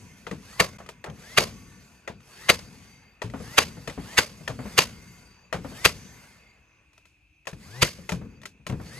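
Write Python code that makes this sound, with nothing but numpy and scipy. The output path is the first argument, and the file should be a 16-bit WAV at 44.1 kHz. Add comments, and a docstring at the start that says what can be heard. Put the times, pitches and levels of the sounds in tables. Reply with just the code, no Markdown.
"""A yard at night: a battery nail gun works along a timber frame, insects trill far off.
Each cycle: nose clack, motor whine climbing, a shot of shaped noise and struck modes, rattle, flywheel hiss dying.
Contacts ring decaying sines of steel and timber; whirr, shudder and night are filtered noise."""
import sys
import numpy as np
from scipy import signal
from scipy.fft import rfft, irfft, next_fast_len
from scipy.io import wavfile
from scipy.ndimage import uniform_filter1d, map_coordinates

SR = 44100
rng = np.random.default_rng(int(sys.argv[2]) if len(sys.argv) > 2 else 0)


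def master(y):
    """Save y as 16-bit WAV."""
    cut = np.clip(np.atleast_2d(y).T, -1, 1)
    pcm = np.round(cut * 32767)  # scale
    wavfile.write(sys.argv[1], SR, pcm.astype(np.int16))


N = 396459
T = np.arange(SR // 2) / SR  # s, time axis of one event


def amp(db):
    """dB to amplitude factor."""
    return 10 ** (np.asarray(db) / 20)


def unit(x):
    """x at rms 1."""
    return x / np.sqrt(np.mean(x ** 2) + 1e-20)


def along(points, hz):
    """Interpolates (f/Hz, value) points on a log frequency axis."""
    f, v = np.transpose(points)
    return np.interp(np.log(hz + 1), np.log(f + 1), v)


def wobble(rate_hz, count=N):
    """Smooth random curve, rate_hz knots a second."""
    knots = rng.standard_normal(int(count * rate_hz / SR) + 4)
    return map_coordinates(knots, [np.arange(count) * rate_hz / SR])


def filtered(x, response):
    """Multiplies the spectrum of x by response(Hz)."""
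    m = next_fast_len(x.shape[-1] + 8192)
    return irfft(rfft(x, m) * response(np.fft.rfftfreq(m, 1 / SR)), m)[..., :x.shape[-1]]


LEVEL_HZ = 12500  # spectra are flat above this


def noise(spectrum, count=N):
    """Two unrelated noises of one colour, rms 1."""
    colour = lambda hz: amp(along(spectrum, np.minimum(hz, LEVEL_HZ)))
    return unit(filtered(rng.standard_normal((2, count)), colour))


def patchy(x, depth_db):
    """Random gain in small patches of time and frequency."""
    z = signal.stft(x, nperseg=512)[2]
    field = uniform_filter1d(rng.standard_normal(z.shape[1:]), size=3, axis=0)
    field = uniform_filter1d(field, size=10, axis=1)
    return unit(signal.istft(z * amp(depth_db * unit(field)), nperseg=512)[1][:, :N])


def ring(modes, attack_s, detune=0.0044, count=len(T)):
    """Struck modes as decaying sines, strength and pitch redrawn at every blow."""
    t = T[:count]
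    strength_db, shift = rng.standard_normal((len(modes), 2)).T * [[2.5], [detune]]
    tones = 0
    for (hz, db, t60), more_db, bend in zip(modes, strength_db, shift):
        tones = tones + amp(db + more_db - 60 * t / t60) * np.sin(2 * np.pi * hz * (1 + bend) * t)
    return tones * (1 - np.exp(-t / attack_s))


def add(track, s, sound):
    """Lays a sound into the track at s seconds."""
    part = track[:, max(round(s * SR), 0):][:, :sound.shape[-1]]
    part += (np.ones((2, 1)) * sound)[:, :part.shape[1]]


GRIP_S, DRIVE_S = .015, .011  # driver grips the flywheel before meeting the nail; stroke into the wood
# noise colour of the drive: f/Hz, level/dB
BLAST_SPECTRUM = [(88, -50), (150, -17.5), (432, -1.5), (767, -3), (1900, -5), (3640, -9.5), (4070, -9),
                  (5370, -15), (6230, -14.5), (11300, -22.5), (12600, -24.5)]


def drive_blast(t):
    """Driver grinds up to speed and rams the nail: noise through the gun's body."""
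    times_s = [-.015, -.006, -.002, .002, DRIVE_S, DRIVE_S + 0.0038, DRIVE_S + 0.047]
    level_db = np.interp(t, times_s, [-43, -22.5, -9.0, -0.5, -1.5, -13, -43.0])
    gain = amp(level_db + 3.2 * wobble(900, count=len(T))) * (t < DRIVE_S + .03)
    return gain * body(noise(BLAST_SPECTRUM, count=len(T)))


# noise colour of the return: f/Hz, level/dB
RATTLE_SPECTRUM = [(120, -31.5), (200, -7), (547, -2), (787, -4.5), (2940, -9), (4010, -7.5), (4610, -5.5),
                   (5680, -7.5), (6300, -11), (12600, -20.5)]


def driver_return(t, slaps_s, rattle_db):
    """Driver chatters back along its guide: noise through the body, bursting at each slap."""
    level_db = np.interp(t, [0, DRIVE_S, .055, .068, .12, .3], [-38.0, 2.5, -0.5, -8.5, -19.0, -53.0])
    gain = amp(rattle_db + level_db + 3 * wobble(150, count=len(T))) * (t < .3)
    chatter = sum(amp(14 - 60 * np.abs(t - slap) / .012) * (t > slap) for slap in slaps_s)
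    return gain * body(noise(RATTLE_SPECTRUM, count=len(T))) * (0.89 + 0.054 * chatter)


# shots: t/s, level/dB, timber thump/dB, rattle/dB, weight below 1.4 kHz/dB, left-right/dB
SHOTS = [(0.599, -5, -25, -21.5, -1.5, 3), (1.376, -1.5, -26.5, -19, -5.5, 3.5),
         (2.493, -1, -28.5, -22.5, -7, 4), (3.579, -1, -30, -22, -7.5, 3.5),
         (4.179, -0.5, -30.5, -21.5, -8, 3), (4.781, 0.5, -31.5, -21.5, -8, 3.5),
         (5.85, 0, -29, -23, -11.5, 4), (7.821, -1.5, -21, -20.5, -14, 3)]
# driver modes: f/Hz, level/dB, t60/s
DRIVER_STEEL = [(2260, -7.5, 0.036), (4650, -3, 0.075), (4540, -9, 0.06), (7060, -6.5, 0.017)]
# frame modes: f/Hz, level/dB, t60/s
TIMBER = [(58, -10.5, 0.14), (93.4, -6.5, 0.2), (126, 2, 0.085), (166.8, 1.5, 0.13), (184, -1, 0.074),
          (259, -4, 0.11), (318, -5, 0.13), (469.5, 0.5, .08), (636, -5, 0.049), (1090, -10, 0.012)]
# nose piece modes: f/Hz, level/dB, t60/s
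NOSE = [(410, -20, 0.1), (620, -12, 0.06), (983, -12, 0.05), (1280, -7, 0.03), (1920, -1.5, 0.02),
        (2500, -7, .02), (3090, -12, 0.02), (4085, -20, 0.022), (6420, -21, 0.027)]
BITE_DB, SLAP_DB = -11, -7  # nose rings: nail bites in steps; driver slaps its stops
SEAT_HZ = 800  # below this the beam answers only as the nail seats
CRACK_DB, CRACK_T60_S = -16, 0.014  # bright crack as the nail seats


def shots():
    """Driver rams the nail, strikes nose, steel and timber modes, then rattles back."""
    out = np.zeros((2, N))
    t = T - GRIP_S
    for s, db, thump_db, rattle_db, weight_db, _ in SHOTS:
        slaps_s = rng.uniform(DRIVE_S + .008, .058, 4)
        blast = drive_blast(t)
        back = driver_return(t, slaps_s, rattle_db)
        for bite in rng.uniform(-.003, DRIVE_S, 4):
            nose = ring(NOSE[3:], attack_s=0.00064, detune=.15, count=SR // 10)
            add(out, s + bite, amp(db + BITE_DB) * nose)
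        for slap in slaps_s:
            nose = ring(NOSE, attack_s=0.00025, detune=.15, count=SR // 10)
            add(out, s + slap, amp(db + rattle_db + SLAP_DB) * nose)
        weight = lambda hz: amp(weight_db / (1 + (hz / 1400) ** 4))  # how freely the struck beam moves
        lows = filtered(blast, lambda hz: 1 / (1 + (hz / SEAT_HZ) ** 4))
        held_lows = lows * np.clip(1 - t / DRIVE_S, 0, 1)
        add(out, s - GRIP_S, amp(db - 11.0) * filtered(blast - held_lows + back, weight))
        crack = unit(np.diff(noise(BLAST_SPECTRUM, count=len(T) + 2), n=2)) * amp(-60 * T / CRACK_T60_S)
        add(out, s + DRIVE_S - .005, amp(db + CRACK_DB) * crack)
        steel = amp(db - 15.5) * ring(DRIVER_STEEL, attack_s=0.00068)
        thump = amp(db + thump_db) * ring(TIMBER, attack_s=0.000084, detune=0.1)
        add(out, s + DRIVE_S - .004, steel + thump)
    return out


# gun resonances under load: f/Hz, width/Hz, level/dB
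BODY = [(524, 230, 10.5), (1077, 160, 4.5), (2167, 400, 0.5), (2760, 230, 0), (4756, 63, 4.5),
        (6400, 270, 0), (11800, 230, -7.5)]


def body(x):
    """Gun's resonances, each a little stronger or weaker at every call."""
    gains = amp(np.transpose(BODY)[2] + 2.5 * rng.standard_normal(len(BODY)))
    peaks = lambda f: sum(g / (1 + (2 * (f - c) / w) ** 2) for g, (c, w, _) in zip(gains, BODY))
    return filtered(x, lambda f: 1.307 + peaks(f))


# nose and trigger clicks: t/s, level/dB, timber thump/dB, t60/s, brightness/dB
CLICKS = [(0.267, -20, -3, 0.23, -44), (0.312, -23, 11, 0.25, -21.5), (0.784, -34, -18, 0.32, -15.5),
          (0.862, -36.5, -26, 0.14, -15.5), (0.889, -30, -27, 0.16, -9), (1.041, -20, -13, 0.14, -23),
          (1.06, -31.5, -2, 0.084, -23), (1.099, -36.5, -13, 0.054, -11.5), (2.076, -16.5, -28, 0.19, -35),
          (2.204, -55, 3, 0.1, -1), (2.217, -55, -8, 0.054, -13.5), (3.218, -16.5, -15, 0.23, -23),
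          (3.299, -43, -5, 0.13, -7), (3.875, -20, 8.5, 0.32, -16.5), (3.897, -25, 2, .12, -27),
          (4.477, -17, -7, 0.2, -16), (4.5, -26, -13, 0.07, -26), (5.5268, -10.5, -30, 0.21, -26),
          (6.931, -57.5, -20, 0.88, -5.5), (6.978, -51.5, -25.5, 0.138, -4), (7.054, -61, -15, 0.39, 4.5),
          (7.454, -48.5, -20, 0.147, -10), (7.47, -19, -9, 0.21, -15.5), (7.501, -47.5, -27, 0.056, -8),
          (7.531, -41.5, -22, 0.092, -7.5), (8.092, -18.5, -3, 0.19, -12.5), (8.119, -26.5, 0, 0.2, -6),
          (8.416, -52.5, -26, 0.23, 1.5), (8.433, -42, -25.5, 0.073, -4), (8.455, -39, -26, 0.15, 4.5),
          (8.666, -27, 8.5, 0.24, -7), (8.698, -32, -17, 0.07, -11), (8.723, -33, 5, 0.08, -17.5)]
# noise colour of a clack: f/Hz, level/dB
CLACK_SPECTRUM = [(120, -30), (200, -8.5), (1260, -14), (1570, -2), (1940, -11.5), (2430, -2), (2690, -5.5),
                  (5780, -12), (6410, -13), (12600, -29.5)]
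# noise colour of struck timber: f/Hz, level/dB
RAP_SPECTRUM = [(200, -23), (450, 0.5), (1000, -6.5), (2000, -14), (3500, -28), (12000, -55.5)]
CLACK_RISE_S, TICK_T60_S, TAIL_DB = 0.0017, .03, -9  # rise, sharp part, scrape left after it
WOODY_DB, WOODY_T60_S = -14.5, 0.13  # rap of the beam under a clack
REBOUND_S, REBOUND_DB = .005, -7.5  # nose piece strikes twice


def clicks():
    """Nose piece clacks and rebounds; noise and nose modes, then the timber answers."""
    out = np.zeros((2, N))
    rise = 1 - np.exp(-T / CLACK_RISE_S)
    tick = amp(-60 * T / TICK_T60_S) + amp(TAIL_DB)
    for s, db, thump_db, t60, bright_db in CLICKS:
        decay = amp(-60 * T / t60 + 1.6 * wobble(260, count=len(T)))
        scrape = noise(CLACK_SPECTRUM, count=len(T)) * decay * rise
        clack = .6 * scrape * tick + 2.3 * ring(NOSE, attack_s=.0004, detune=.05)
        treble = signal.lfilter([1, -.75], 1, clack) * amp(bright_db + 23)  # hard contacts add treble
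        thump = ring(TIMBER, attack_s=0.0049, detune=0.048)
        add(out, s, amp(db - 13) * (0.88 * clack + treble) + amp(db + thump_db - 17.5) * thump)
        rap = rise * noise(RAP_SPECTRUM, count=len(T))
        add(out, s, amp(db + WOODY_DB - 60 * T / WOODY_T60_S) * rap)
        rebound = ring(NOSE, attack_s=0.00062, detune=0.109, count=SR // 10)
        add(out, s + REBOUND_S, amp(db - 5.5 + REBOUND_DB) * rebound)
    return out


# dull knocks of the tool on the frame: t/s, boom level/dB, rap level/dB, boom f/Hz
KNOCKS = [(0.327, -29.5, -38.5, 160), (0.801, -40, -36.5, 201), (1.065, -41, -31.5, 187),
          (1.084, -29.5, -38, 206), (2.099, -35, -43, 155), (3.244, -27, -41.5, 112),
          (3.338, -27, -29.5, 266), (3.402, -29, -38, 217), (3.77, -33, -42, 221), (3.977, -26, -33, 264),
          (4.407, -36, -49, 164), (4.497, -27.5, -32, 124), (4.59, -26.5, -30.5, 254),
          (4.655, -27.5, -32.5, 199), (5.542, -25.5, -26.5, 180), (5.646, -28.5, -31, 267),
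          (5.716, -34, -40, 254), (6.05, -36.5, -61, 197), (7.53, -31.5, -52, 140),
          (7.986, -34.5, -52, 197), (8.121, -20.5, -30, 176), (8.214, -33, -41.5, 107),
          (8.598, -48, -62, 139.6), (8.696, -21, -31.5, 129), (8.728, -23, -37, 133),
          (8.799, -31.5, -36.5, 213)]


def knocks():
    """Soft contacts: beam booms at a pitch set by the place, over timber modes and a woody rap."""
    out = np.zeros((2, N))
    for s, db, rap_db, boom_hz in KNOCKS:
        rap = noise(RAP_SPECTRUM, count=len(T))
        boom = ring([(boom_hz, 0, .16)], attack_s=0.0016)
        boom = boom + 0.5 * ring(TIMBER, attack_s=0.0022, detune=0.076)
        add(out, s, amp(db - 4.0) * boom + amp(rap_db - 4.5 - 60 * T / 0.16) * rap)
    return out


# motor runs: stall t/s, head start/s, shaft hum/dB, whine/dB, housing/dB, driver ring/dB,
# whirr/dB, free coast/s, frame shudder/dB
SPINS = [(-.25, .01, -56, 0, 1.5, -23.5, -45, .7, -38), (0.596, 0.013, -57, -8, 2, -25, -46.5, 0.14, -43),
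         (1.375, .025, -57, -4.5, 3, -8, -45.5, 0.57, -38.5),
         (2.496, 0.015, -63, -6.5, -0.5, -9, -44, 0.41, -40.5),
         (3.581, 0.016, -55, -4.5, -5, -2.5, -42.5, .5, -39),
         (4.181, 0.0038, -52, -3, -7, -11, -43, 0.47, -44),
         (4.781, 0.00097, -56, -9, 4, -2.5, -44.5, .45, -40),
         (5.852, 0.0051, -52.5, -5, 3, -13, -43, 0.45, -42.5), (7.822, 0, -32, -2.5, 0, -9, -46, .3, -45),
         (9.03, 0.032, -36, -5.5, -3, -18, -44, .5, -50)]
# whine pitch: t before full speed/s, f/Hz
WINDUP = [(-.24, 560), (-.15, 1230), (-.1, 1630), (-.05, 1900), (0, 2100)]
# whine swell: t before stall/s, level/dB
WHINE_SWELL = [(-.26, -30), (-.2, -6), (-.12, -2), (0, 0)]
# whine partials: order, level/dB
WHINE = [(1, -56.5), (2, -63.5), (3, -65), (.5, -59)]
# where the housing lets the whine out: f/Hz, width/Hz, level/dB
GLOW = [(1960, 800, 13), (3150, 700, 6), (3850, 400, 8), (4500, 600, 8), (5500, 800, 11)]
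# hum partials: order of the shaft, level/dB
HUM = [(1, -1), (3, -19), (4, -16.5), (6, -21.5), (8, -25.5)]
SHAFT_RATIO, HUM_DB_PER_S = 15.2, 110  # whine cycles a turn; swell of the hum


def windup():
    """Motor whine, overtones and shaft hum climb until the stall."""
    out = np.zeros((2, N))
    t = T + WHINE_SWELL[0][0]
    glow_db = lambda f: sum(db / (1 + (2 * (f - c) / w) ** 4) for c, w, db in GLOW)
    for s, early, hum_db, whine_db, *_ in SPINS[1:]:
        hz = np.interp(t + early, *np.transpose(WINDUP))
        phase = 2 * np.pi * np.cumsum(hz * (1 + .009 * wobble(150, count=len(T)))) / SR
        tones = 0
        for order, db in WHINE:
            gain = amp(db + glow_db(order * hz) + 2 * wobble(45, count=len(T)))
            tones = tones + gain * np.sin(order * phase)
        hum = sum(amp(db) * np.sin(order * phase / SHAFT_RATIO) for order, db in HUM)
        whine = amp(whine_db + np.interp(t, *np.transpose(WHINE_SWELL))) * tones
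        add(out, s + t[0], (t < 0) * (whine + amp(hum_db + HUM_DB_PER_S * t) * hum))
    return out


# noise colour of the flywheel: f/Hz, level/dB
WHIRR_SPECTRUM = [(210, -36), (350, -7), (1290, -8.5), (2120, -8), (2420, -9.5), (4030, -14), (4680, -10.5),
                  (5360, -12.5), (6130, -12), (12600, -21.5)]
# noise colour of the shaking frame: f/Hz, level/dB
RUMBLE_SPECTRUM = [(15, -35.5), (25, -20.5), (49, -2.5), (134, -1.5), (205, -0.5), (274, -8.5),
                   (331, -16.5), (500, -14.5), (650, -49), (1100, -120)]
# loose housing bands: f/Hz, width/Hz, level/dB
HOUSING = [(980, 35, -13), (1130, 50, -11), (1480, 160, -8.5), (1790, 90, -13), (2120, 130, -6),
           (5000, 350, -14), (6150, 400, -7), (6760, 74, -16), (7000, 160, -14), (8500, 250, -17),
           (12400, 160, -23)]
# driven wheel blurs the driver's ring into a band: f/Hz, width/Hz, level/dB
HOWL = (4530, 220, -14)
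# steel driver rings along with the turning wheel: f/Hz, width/Hz
DRIVER_BAND = (4640, 45)
RING_AFTER_S, RING_DIES_DB_PER_S = .25, 300  # driver falls silent this long after the coast ends
TREBLE_HZ = 3600  # whirr splits here


def resonant_noise(centre_hz, width_hz):
    """Noise through one resonance, rms 1."""
    response = lambda f: 1 / (1 + (2 * (f - centre_hz) / width_hz) ** 2)
    return unit(filtered(rng.standard_normal((2, N)), response))


def running():
    """Flywheel and belt hiss; loose housing sings in narrow bands after a shot; frame shudders in lumps."""
    t = np.arange(0, N + 64, 64) / SR  # control steps
    smooth = lambda values: np.interp(np.arange(N) / SR, t, values)
    runs = np.transpose(SPINS)
    stalls = runs[0]
    last = np.searchsorted(stalls, t) - 1
    since = t - stalls[last]
    housing_db = runs[4, np.searchsorted(stalls + SPIN_UP[1][0], t) - 1]
    ring_db, coast = runs[[5, 7]][:, last]
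    driven = sum(np.interp(t - s, [-.24, -.18, 0], [0, 1, 1], right=0) for s in stalls)
    ring_db = ring_db - RING_DIES_DB_PER_S * np.maximum(since - coast - RING_AFTER_S, 0) - 20 * driven
    singing_db = np.interp(since, [0, .05, .2, .7, .95], [-8.0, -9.5, -5.5, -9.5, -11.5])
    # a driven motor holds the housing tight
    held_db = sum(np.interp(t - s, [-.31, -.16, 0], [0, -7, -9], right=0) for s in stalls)
    singing = amp(smooth(singing_db + held_db + housing_db))
    ringing = amp(smooth(ring_db))
    whirr, treble, shudder = [amp(smooth(db)) for db in flywheel(t)]
    bands = sum(amp(db + 4 * wobble(8)) * resonant_noise(c, w) for c, w, db in HOUSING)
    hiss = patchy(noise(WHIRR_SPECTRUM), depth_db=2.5) * amp(0.52 * wobble(27) + wobble(160))
    low = filtered(hiss, lambda hz: 1 / (1 + (hz / TREBLE_HZ) ** 4))
    driver = amp(3 * wobble(8) - 3) * resonant_noise(*DRIVER_BAND)[0]
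    howl = amp(HOWL[2] + 3 * wobble(20)) * smooth(driven) * resonant_noise(*HOWL[:2])
    wheel = (low + howl + singing * bands + ringing * driver * [[1], [.6]]) * whirr
    rumble = noise(RUMBLE_SPECTRUM) * shudder * amp(0.87 * wobble(24))
    return wheel + (hiss - low) * treble + rumble


# whirr as the wheel gathers speed: t before stall/s, level/dB
SPIN_UP = [(-.33, -32), (-.26, -16.5), (-.16, -6.5), (0, 0.5)]
STALL_DB, STALL_S = 9.5, 0.062  # what the shot takes out of the whirr, and how soon
COAST_DB_PER_S = 9  # free wheel fading
BRAKE_DB_PER_S, BRAKE_TREBLE_DB_PER_S = 13, 67.5  # added once the coast ends; treble dies faster
SHUDDER_DB_PER_S, SHUDDER_RISE_S = 36, 0.13  # frame shaking: fade, build-up under the motor
KNOCK_SHUDDER_DB, RECOIL_DB = -10.5, 11  # shaking after a knock; shot's jolt above the motor's shaking


def flywheel(t):
    """Whirr, treble and shudder levels in dB from spin-up, coast and brake; the loudest run or knock rules."""
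    stall, *_, full_db, coast, shake_db = np.transpose(SPINS)[..., None]
    after = np.maximum(t - stall, 0)
    braking = np.maximum(after - coast, 0)
    whirr_db = full_db + np.interp(t - stall, *np.transpose(SPIN_UP), left=-120)
    whirr_db = whirr_db - STALL_DB * np.minimum(after / STALL_S, 1)
    whirr_db = whirr_db - COAST_DB_PER_S * after - BRAKE_DB_PER_S * braking
    treble_db = whirr_db - BRAKE_TREBLE_DB_PER_S * braking
    rise_db = np.interp(t - stall, [-2 * SHUDDER_RISE_S, -SHUDDER_RISE_S, 0], [-60, -6, 0], left=-120)
    driven_db = shake_db - SHUDDER_DB_PER_S * after + rise_db - RECOIL_DB * (t < stall)
    s, boom_db = np.transpose(KNOCKS)[:2, :, None]
    knocked_db = boom_db + KNOCK_SHUDDER_DB - 2 * SHUDDER_DB_PER_S * (t - s)
    knocked_db = np.where(t > s, knocked_db, -120)
    shudder_db = np.vstack([driven_db, knocked_db])
    return whirr_db.max(axis=0), treble_db.max(axis=0), shudder_db.max(axis=0)


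# noise colour of the far chorus: f/Hz, level/dB
INSECT_SPECTRUM = [(2300, -120), (2450, -1), (2620, -3), (2760, -5), (2900, -120)]
# noise colour of still air: f/Hz, level/dB
NIGHT_SPECTRUM = [(18, -38.5), (30, -8.5), (59, 2), (270, -20.5), (299, -10), (395, -29.5), (1940, -33),
                  (2560, -6), (2980, -27.5), (4040, -33), (12600, -46)]


def night():
    """Far insect chorus, a wavering noise band, over steady still-air noise."""
    chorus = amp(-77.5 + 1.5 * wobble(3.3) + 2.2 * wobble(45)) * noise(INSECT_SPECTRUM)
    return chorus + amp(-62.5) * noise(NIGHT_SPECTRUM)


# stereo likeness: f/Hz, left-right correlation
ALIKE = [(60, .99), (300, .95), (600, .6), (1650, .75), (4500, .62), (9500, .45), (10600, .99)]


def scene():
    """Sums the sources; row 0 is what left and right share, row 1 feeds their difference."""
    sound = shots() + clicks() + knocks() + windup() + running() + night()
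    angle = lambda hz: np.arccos(np.clip(along(ALIKE, hz), -1, 1)) / 2
    mid, side = filtered(sound, lambda hz: np.array([np.cos(angle(hz)), np.sin(angle(hz))]))
    s, pan_db = np.transpose(SHOTS)[[0, -1]]
    # the gun moves about the frame
    lean = amp(np.interp(np.arange(N) / SR, s, pan_db - np.mean(pan_db)) / 2)
    return np.array([(mid + side) * lean, (mid - side) / lean])


# left-right level of the sound: f/Hz, left-right/dB
SIDES = [(60, 3.5), (400, 2.5), (1400, 0.5), (2500, 0), (6000, -1.5), (9300, -3), (10500, 0)]
# left-right phase of the sound: f/Hz, left lead/rad; opposite at the top
LEAD = [(300, 0), (2100, .7), (4800, 1.2), (5500, 2.2), (6900, -.6), (8300, 1.4), (9600, -2), (10500, 0),
        (12800, 0), (13500, np.pi)]
# treble of both sides: f/Hz, level/dB
AIR = [(12500, -0.5), (13400, -3)]
DIP_S, DIP_HALF_S, DIP_DB = .78, .008, -28  # the level dips briefly
TOP_HZ = 15850  # band limit


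def record(dry):
    """Left and right differ in level and phase by frequency; deep bass thinned, level dip, rounded peaks, band limit."""
    left = lambda hz: amp(along(SIDES, hz) / 2) * np.exp(1j * along(LEAD, hz) / 2)
    colour = lambda hz: amp(along(AIR, hz)) / np.sqrt(1 + (45 / (hz + 1)) ** 6)
    x = filtered(dry, lambda hz: colour(hz) * np.array([left(hz), 1 / left(hz)]))
    x = x * amp(np.interp(np.arange(N) / SR - DIP_S, [-DIP_HALF_S, 0, DIP_HALF_S], [0, DIP_DB, 0]))
    x = x / (1 + np.abs(x / .93) ** 5) ** (1 / 5)
    return filtered(x, lambda hz: hz < TOP_HZ)


dry = scene()
out = record(dry)
master(out)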